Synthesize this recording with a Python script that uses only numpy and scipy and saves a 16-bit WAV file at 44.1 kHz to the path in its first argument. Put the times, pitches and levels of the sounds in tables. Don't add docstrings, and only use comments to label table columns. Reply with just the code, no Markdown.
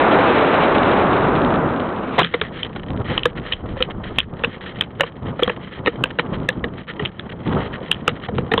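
import sys
import numpy as np
from scipy import signal
from scipy.fft import rfft, irfft
from scipy.io import wavfile
from scipy.ndimage import uniform_filter1d, minimum_filter1d

SR = 44100
rng = np.random.default_rng(int(sys.argv[2]) if len(sys.argv) > 2 else 0)


def transcribe(u):
    v = np.clip(np.atleast_2d(u).T, -1, 1)
    q = np.round(v * 32767).astype(np.int16)
    wavfile.write(sys.argv[1], SR, q)


N = 379260
TIME = np.arange(N) / SR

# moment in seconds, level in dB, brightness in dB,
# contact (time to peak force) in seconds. Dull blows (brightness below 0) sound mostly the air column,
# bright ones the camera case; a long contact crunches.
KNOCKS = [(2.231, -10.5, 22.5, 0.00023), (2.2448, -10, 6.5, 0.00055), (2.3379, -2.5, -5.5, 0.0023),
          (2.4128, -6, 0, 0.0011), (2.631, -11, 27, 0.00018), (2.759, -16.5, -4, 0.0022),
          (3.1773, -4.5, 9, 0.00034), (3.233, -12.5, 18, 0.00021), (3.2539, 2, -4.5, 0.0011),
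          (3.522, -7.5, 14, 0.00087), (3.533, -11, 20.5, 0.00049), (3.767, -16, -13, .001),
          (3.804, -6, -11.5, 0.0018), (3.824, -2, 23, .0005), (4.1846, -1, 14.5, .0004),
          (4.1887, -10.5, 14.5, 0.00037), (4.202, -8, 19, 0.00037), (4.4367, -6, -4.5, 0.0008),
          (4.4448, -5, 7.5, 0.00056), (4.8091, -1.5, 15, 0.00062), (4.996, -13, -6, 0.00088),
          (5.0066, 0, 1, 0.00068), (5.033, -10, -3.5, 0.0019), (5.392, -9, -9, 0.0025),
          (5.423, 0, -15.5, 0.0015), (5.4328, -3.5, 22, 0.00032), (5.476, -5, -7, 0.0007),
          (5.4953, -7.5, -3, 0.0013), (5.86, -7, 0, 0.00073), (5.87, 0, -4.5, 0.003),
          (6.038, -1, 5.5, 0.0005), (6.1865, -6, -3.5, .001), (6.194, -4.5, 1, .0007),
          (6.4873, -2, 1, 0.001), (6.64, -10.5, -3, 0.0016), (6.994, -11, -5, .002),
          (7.051, -13.5, 10.5, 0.00062), (7.057, -11.5, 15, 0.0004), (7.194, -19, 3.5, .0005),
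          (7.914, 1.5, 13.5, 0.00047), (8.0781, 2.5, 1.5, 0.00045), (8.284, -12.5, -11, 0.0027),
          (8.382, -8, -6.5, 0.00071), (8.515, -2.5, -6.5, 0.002), (8.536, 0, -6.5, 0.0012),
          (8.5771, -2.5, -1, 0.0011)]


def undb(db):
    return 10 ** (np.asarray(db) / 20)


def unit(x):
    return x / np.sqrt(np.mean(x ** 2))


def gains(rows):
    s, *columns = np.transpose(rows)
    return [undb(np.interp(TIME, s, column, left=-120, right=-120)) for column in columns]


def colour(x, points):
    hz, db = np.transpose(points)
    f = np.maximum(np.fft.rfftfreq(N, 1 / SR), 1)
    skirts = np.minimum(f / hz[0], 1) * np.minimum(hz[-1] / f, 1) ** 2
    curve = undb(np.interp(np.log(f), np.log(hz), db))
    return unit(irfft(rfft(x) * curve * skirts, N))


def walk(rate):
    k = int(SR / rate)
    steps = np.repeat(rng.standard_normal(N // k + 1), k)
    return unit(uniform_filter1d(steps, k)[:N])


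def grains(per_s, spread_db):
    hit = rng.random(N) < per_s / SR
    sizes = undb(spread_db * np.clip(rng.standard_normal(N), -2, 2))
    return hit * rng.choice([-1, 1], N) * sizes


def arch(start, length, skew=1):
    inside = slice(*np.searchsorted(TIME, [start, start + length]))
    along = (TIME[inside] - start) / length
    shape = np.zeros(N)
    shape[inside] = np.abs(np.sin(np.pi * along ** skew)) ** .8
    return shape


def coast(kicks, fall_s):
    return signal.lfilter([1], [1, -np.exp(-1 / (fall_s * SR))], kicks + 1e-12)


def lee(lull_s=0.19):
    # middle in seconds, shelter from 0 to 1.
    lulls = [(2.31, 0.5), (3.31, 0.4), (3.579, 0.13), (4.241, 1), (4.55, 0.6), (4.93, 0.36), (5.13, 0.6),
             (5.68, 0.32), (6.1, 0), (6.85, 0.67), (7.14, 0.66)]
    return sum(shelter * arch(s - lull_s / 2, lull_s) ** 2 for s, shelter in lulls)


def shares(brightness_db):
    split = undb(brightness_db * np.arange(3))
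    return split / np.linalg.norm(split)


def motor():
    # time in seconds, roar in dB, hiss of the jet in dB, both before sputter.
    burn = [(0, -12.5, -30), (.3, -13.5, -26.5), (1.1, -15, -33), (1.4, -16, -41.5), (1.65, -18, -47.5),
            (1.9, -24, -47), (2.08, -25.5, -45), (2.18, -26.5, -36)]
    # time in seconds, late colour 0-1.
    climb = [(0, 0.02), (.5, 0.13), (1.0, 0.5), (1.45, 1), (2.2, 0.98)]
    # frequency in Hz, relative level in dB.
    roar_early = [(25, -26.5), (70, -15.5), (150, -10.5), (280, -2.5), (480, -2), (750, -3), (1300, -7.5),
                  (1800, -13), (2600, -24)]
    roar_late = [(25, -13.5), (70, -8), (130, -2.5), (260, 2), (380, -1.5), (550, -3), (800, -6.5),
                 (1300, -7), (1800, -18.5), (2600, -30.5)]
    jet_colour = [(900, -17.5), (1700, -16.5), (2300, 1.5), (3000, -4), (3600, -10.5), (4200, -5.5)]
    roar, hiss = gains(burn)
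    late = np.clip(np.interp(TIME, *np.transpose(climb)), 0, 1)
    eddies = rng.standard_normal(N)
    body = (1 - late) * colour(eddies, roar_early) + late * colour(eddies, roar_late)
    sputter = walk(70)
    jet = colour(rng.standard_normal(N), jet_colour) * undb(2.8 * sputter)
    return roar * np.clip(body, -3, 3) * undb(1.18 + .5 * sputter) + hiss * jet


def cord_speed(lull_db=-9, wander_db=4, jerk_spread_db=3):
    # start in seconds, length in seconds, speed in dB.
    stroke_rows = [(2.199, 0.11, -36.5), (2.293, 0.11, -41), (2.416, 0.082, -37), (2.518, 0.16, -33),
                   (3.043, 0.15, -30.5), (3.351, 0.04, -34), (3.423, 0.12, -37), (3.66, 0.082, -44),
                   (3.896, 0.024, -35), (4.032, 0.087, -37), (4.47, 0.12, -44), (4.604, 0.13, -36),
                   (5.042, 0.061, -36.5), (5.252, 0.061, -37.5), (5.583, 0.13, -46), (5.703, 0.11, -39),
                   (6.322, 0.042, -34), (6.752, 0.076, -42), (6.873, 0.05, -32.5), (7.29, 0.017, -31),
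                   (7.318, 0.014, -35), (7.405, 0.23, -44.5), (7.573, 0.11, -34.5), (7.724, 0.048, -33),
                   (7.94, 0.039, -57), (8.131, 0.058, -47), (8.214, 0.058, -36)]
    floor_db = -57
    jerks_per_s, jerk_db, jerk_s = 22, -40, 0.0041
    tighten_db, tighten_s = -43.5, 0.12
    slide_on_db, slide_on_s = -35, 0.021
    tugs = undb(jerk_db) * coast(np.abs(grains(jerks_per_s, jerk_spread_db)), jerk_s)
    creep = undb(floor_db + wander_db * walk(28))
    idle = (creep + tugs) * undb(lull_db * lee())
    kicks, tighten = np.zeros((2, N))
    for s, db, brightness_db, _ in KNOCKS:
        kicks[int(s * SR)] = undb(db + slide_on_db)
        if brightness_db > 0:
            pull = shares(brightness_db)[-1] ** 4 * arch(s - tighten_s, tighten_s, skew=2.6)
            tighten = np.maximum(tighten, pull)
    strokes = sum(undb(db) * arch(start, length) for start, length, db in stroke_rows)
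    return idle + np.maximum(strokes, undb(tighten_db) * tighten) + coast(kicks, slide_on_s)


def cord():
    # frequency in Hz, relative level in dB.
    slide_colour = [(120, -10), (175, 8), (330, -18), (500, 3.5), (700, -25), (1000, -11.5), (1250, -2),
                    (1550, -5), (1850, 1.5), (2400, -8.5), (2750, -9), (3150, -2), (3600, -14.5),
                    (4200, -7.5)]
    grip = undb(2.2 * walk(70) + 2 * walk(300))
    slips = grains(per_s=5000, spread_db=4) * grip
    return cord_speed() * undb(3.0) * colour(slips, slide_colour)


def airflow():
    # start in seconds, length in seconds, buffeting in dB, rush in dB (ahead of wind's own gains).
    gust_rows = [(2.866, 0.24, -25.5, -38.5), (2.995, 0.032, -17, -32), (3.081, .11, -26, -35),
                 (3.331, .12, -28.5, -42.5), (3.62, 0.18, -25, -45), (3.744, 0.91, -36, -59),
                 (5.19, 0.22, -29, -40), (5.926, 0.17, -28, -40), (6.218, 0.3, -28.5, -37),
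                 (6.54, 0.2, -25, -41.5), (6.993, 0.094, -25.5, -43), (7.455, 0.21, -20.5, -28.5),
                 (7.572, 0.32, -32.5, -40), (8.278, .23, -21, -45), (8.508, 0.092, -27, -35)]
    buffet_db, rush_db, from_s = -34.5, -43.5, 2.17
    lull_buffet_db, lull_rush_db = -9, -12.5
    falling, shelter = TIME > from_s, lee()
    buffet = falling * undb(buffet_db + lull_buffet_db * shelter)
    rush = falling * undb(rush_db + lull_rush_db * shelter)
    for start, length, gust_buffet_db, gust_rush_db in gust_rows:
        gust = arch(start, length, skew=0.72)
        buffet = np.hypot(buffet, undb(gust_buffet_db) * gust)
        rush = np.hypot(rush, undb(gust_rush_db) * gust)
    return buffet, rush


def wind(lump_db=1.5):
    # time in seconds, level in dB.
    rumble_levels = [(2.8, -43), (4.1, -35), (4.6, -50)]
    # frequency in Hz, relative level in dB.
    buffet_colour = [(20, -13.5), (50, -4.5), (110, 1), (190, 1.5), (300, -5.5), (450, -10.5), (800, -33.5),
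                     (1600, -54.5)]
    rush_colour = [(150, -3.5), (350, 3), (520, 2.5), (700, -1.5), (1250, -5), (1700, -17), (3000, -38.5),
                   (4200, -49)]
    buffet, rush = airflow()
    deep, = gains(rumble_levels)
    gust = walk(60)
    thumps = colour(grains(per_s=1200, spread_db=3), buffet_colour) * undb(1.8 * gust)
    air = colour(rng.standard_normal(N), rush_colour) * undb(2.1 * gust + 2 * walk(220))
    rumble = colour(rng.standard_normal(N), [(30, 0), (80, 0)])
    lumps = undb(lump_db * walk(24))
    return buffet * thumps * lumps + undb(5.5) * rush * air + deep * rumble


def ejection(hum_hz=170, hum_db=-25, hum_t60=0.64, skew=1.02):
    # start in seconds, length in seconds, level in dB.
    surges = [(2.179, 0.031, -6), (2.2084, 0.017, -11)]
    # frequency in Hz, relative level in dB.
    charge_colour = [(40, -11), (170, -2), (400, 2.5), (900, 4.5), (1400, -1), (2000, -4.5), (3200, -6.5),
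                     (4200, -8)]
    blast = sum(undb(db) * arch(start, length, skew) for start, length, db in surges)
    t = np.maximum(TIME - 2.2, 0)
    hum = undb(hum_db - 60 * t / hum_t60) * np.sin(2 * np.pi * hum_hz * t)
    return blast * colour(rng.standard_normal(N), charge_colour) + hum


def ring(modes, force, t, detune):
    hz, db, t60 = np.transpose(modes)[:, :, None]
    chance = rng.standard_normal((2, len(modes), 1))
    sign = (-1) ** np.arange(len(modes))[:, None]
    decay = undb(db + 2.48 * chance[0] - 60 * t / t60)
    tones = sign * decay * np.sin(2 * np.pi * hz * (1 + detune * chance[1]) * t)
    y = signal.fftconvolve(tones.sum(0), force)[:len(t)]
    return y / np.sqrt(np.sum(y[t < .018] ** 2) / SR / .001)


def knocks(chatter_db=-26, bounce_db=-17, bounce_s=0.0093, detune=0.059):
    # frequency in Hz, relative level in dB, decay by 60 dB in seconds (pitch and level vary by blow).
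    column = [(173.6, -18, 0.17), (300, -11.5, 0.04), (385, -3, 0.017), (485, -0.5, 0.061),
              (653, -8.5, 0.02), (770, -3, 0.013)]
    wall = [(1050, -1.7, 0.014), (1226, 1.4, 0.011), (1498, -0.78, 0.0083), (1752, 0.37, 0.015),
            (2020, -2.2, 0.0028)]
    case = [(2490, -2.5, 0.0066), (2787, 1.5, 0.0044), (3092, -0.5, 0.0077), (3490, -2, 0.0032),
            (4010, -5.5, 0.0023)]
    # frequency in Hz, relative level in dB.
    crack_colour = [(200, 0), (600, -3), (1500, -1), (4200, -1)]
    part_gains = undb([-0.8, 2.3, 0.97])
    graze_db, graze_s = -27.5, 0.0034
    crack_db = -14
    t = np.arange(SR // 7) / SR
    lead_s = .006
    since = t - lead_s
    graze = undb(graze_db) * np.exp(-np.abs(since) / graze_s)
    chatter = undb(chatter_db) * np.exp(-np.abs(since) / bounce_s)
    rung, crack = np.zeros((2, N + len(t)))
    for s, level_db, brightness_db, contact_s in KNOCKS:
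        push = np.where(since < 0, graze, chatter)
        delays = np.cumsum(bounce_s * rng.uniform(0.46, 2, size=2))
        for delay, db in zip([0, *delays], [0, bounce_db, 1.9 * bounce_db]):
            age = np.maximum(since - delay, 0) / contact_s
            push = push + undb(db) * age * np.exp(1 - age)
        force = rng.standard_normal(len(t)) * push
        sizes = undb(level_db) * shares(brightness_db) * part_gains
        span = int((s - lead_s) * SR) + np.arange(len(t))
        for size, modes in zip(sizes, [column, wall, case]):
            rung[span] += size * ring(modes, force, t, detune)
        crack[span] += sizes[1] * unit(force)
    return rung[:N] + undb(crack_db) * np.std(rung) * colour(crack[:N], crack_colour)


def scene():
    return (motor() + cord() + wind() + ejection() + knocks())[None]


def record(dry, dropouts_per_s=100, loud_db=-20, top_hz=4850, clip_level=.72):
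    load = np.clip(uniform_filter1d(dry[0] ** 2, size=1300) / undb(loud_db) ** 2, 0, 1)
    kept = 1. * (rng.random(N) > load * dropouts_per_s / SR)
    gaps = minimum_filter1d(kept, size=5)
    rounded = .82 * np.tanh(dry * gaps / .82)
    narrow = signal.sosfilt(signal.cheby2(12, 70, top_hz, fs=SR, output="sos"), rounded)
    flattened = np.clip(narrow, -clip_level, clip_level)
    return signal.sosfilt(signal.ellip(8, .2, 70, 16000, fs=SR, output="sos"), flattened)


dry = scene()
out = record(dry)
transcribe(out)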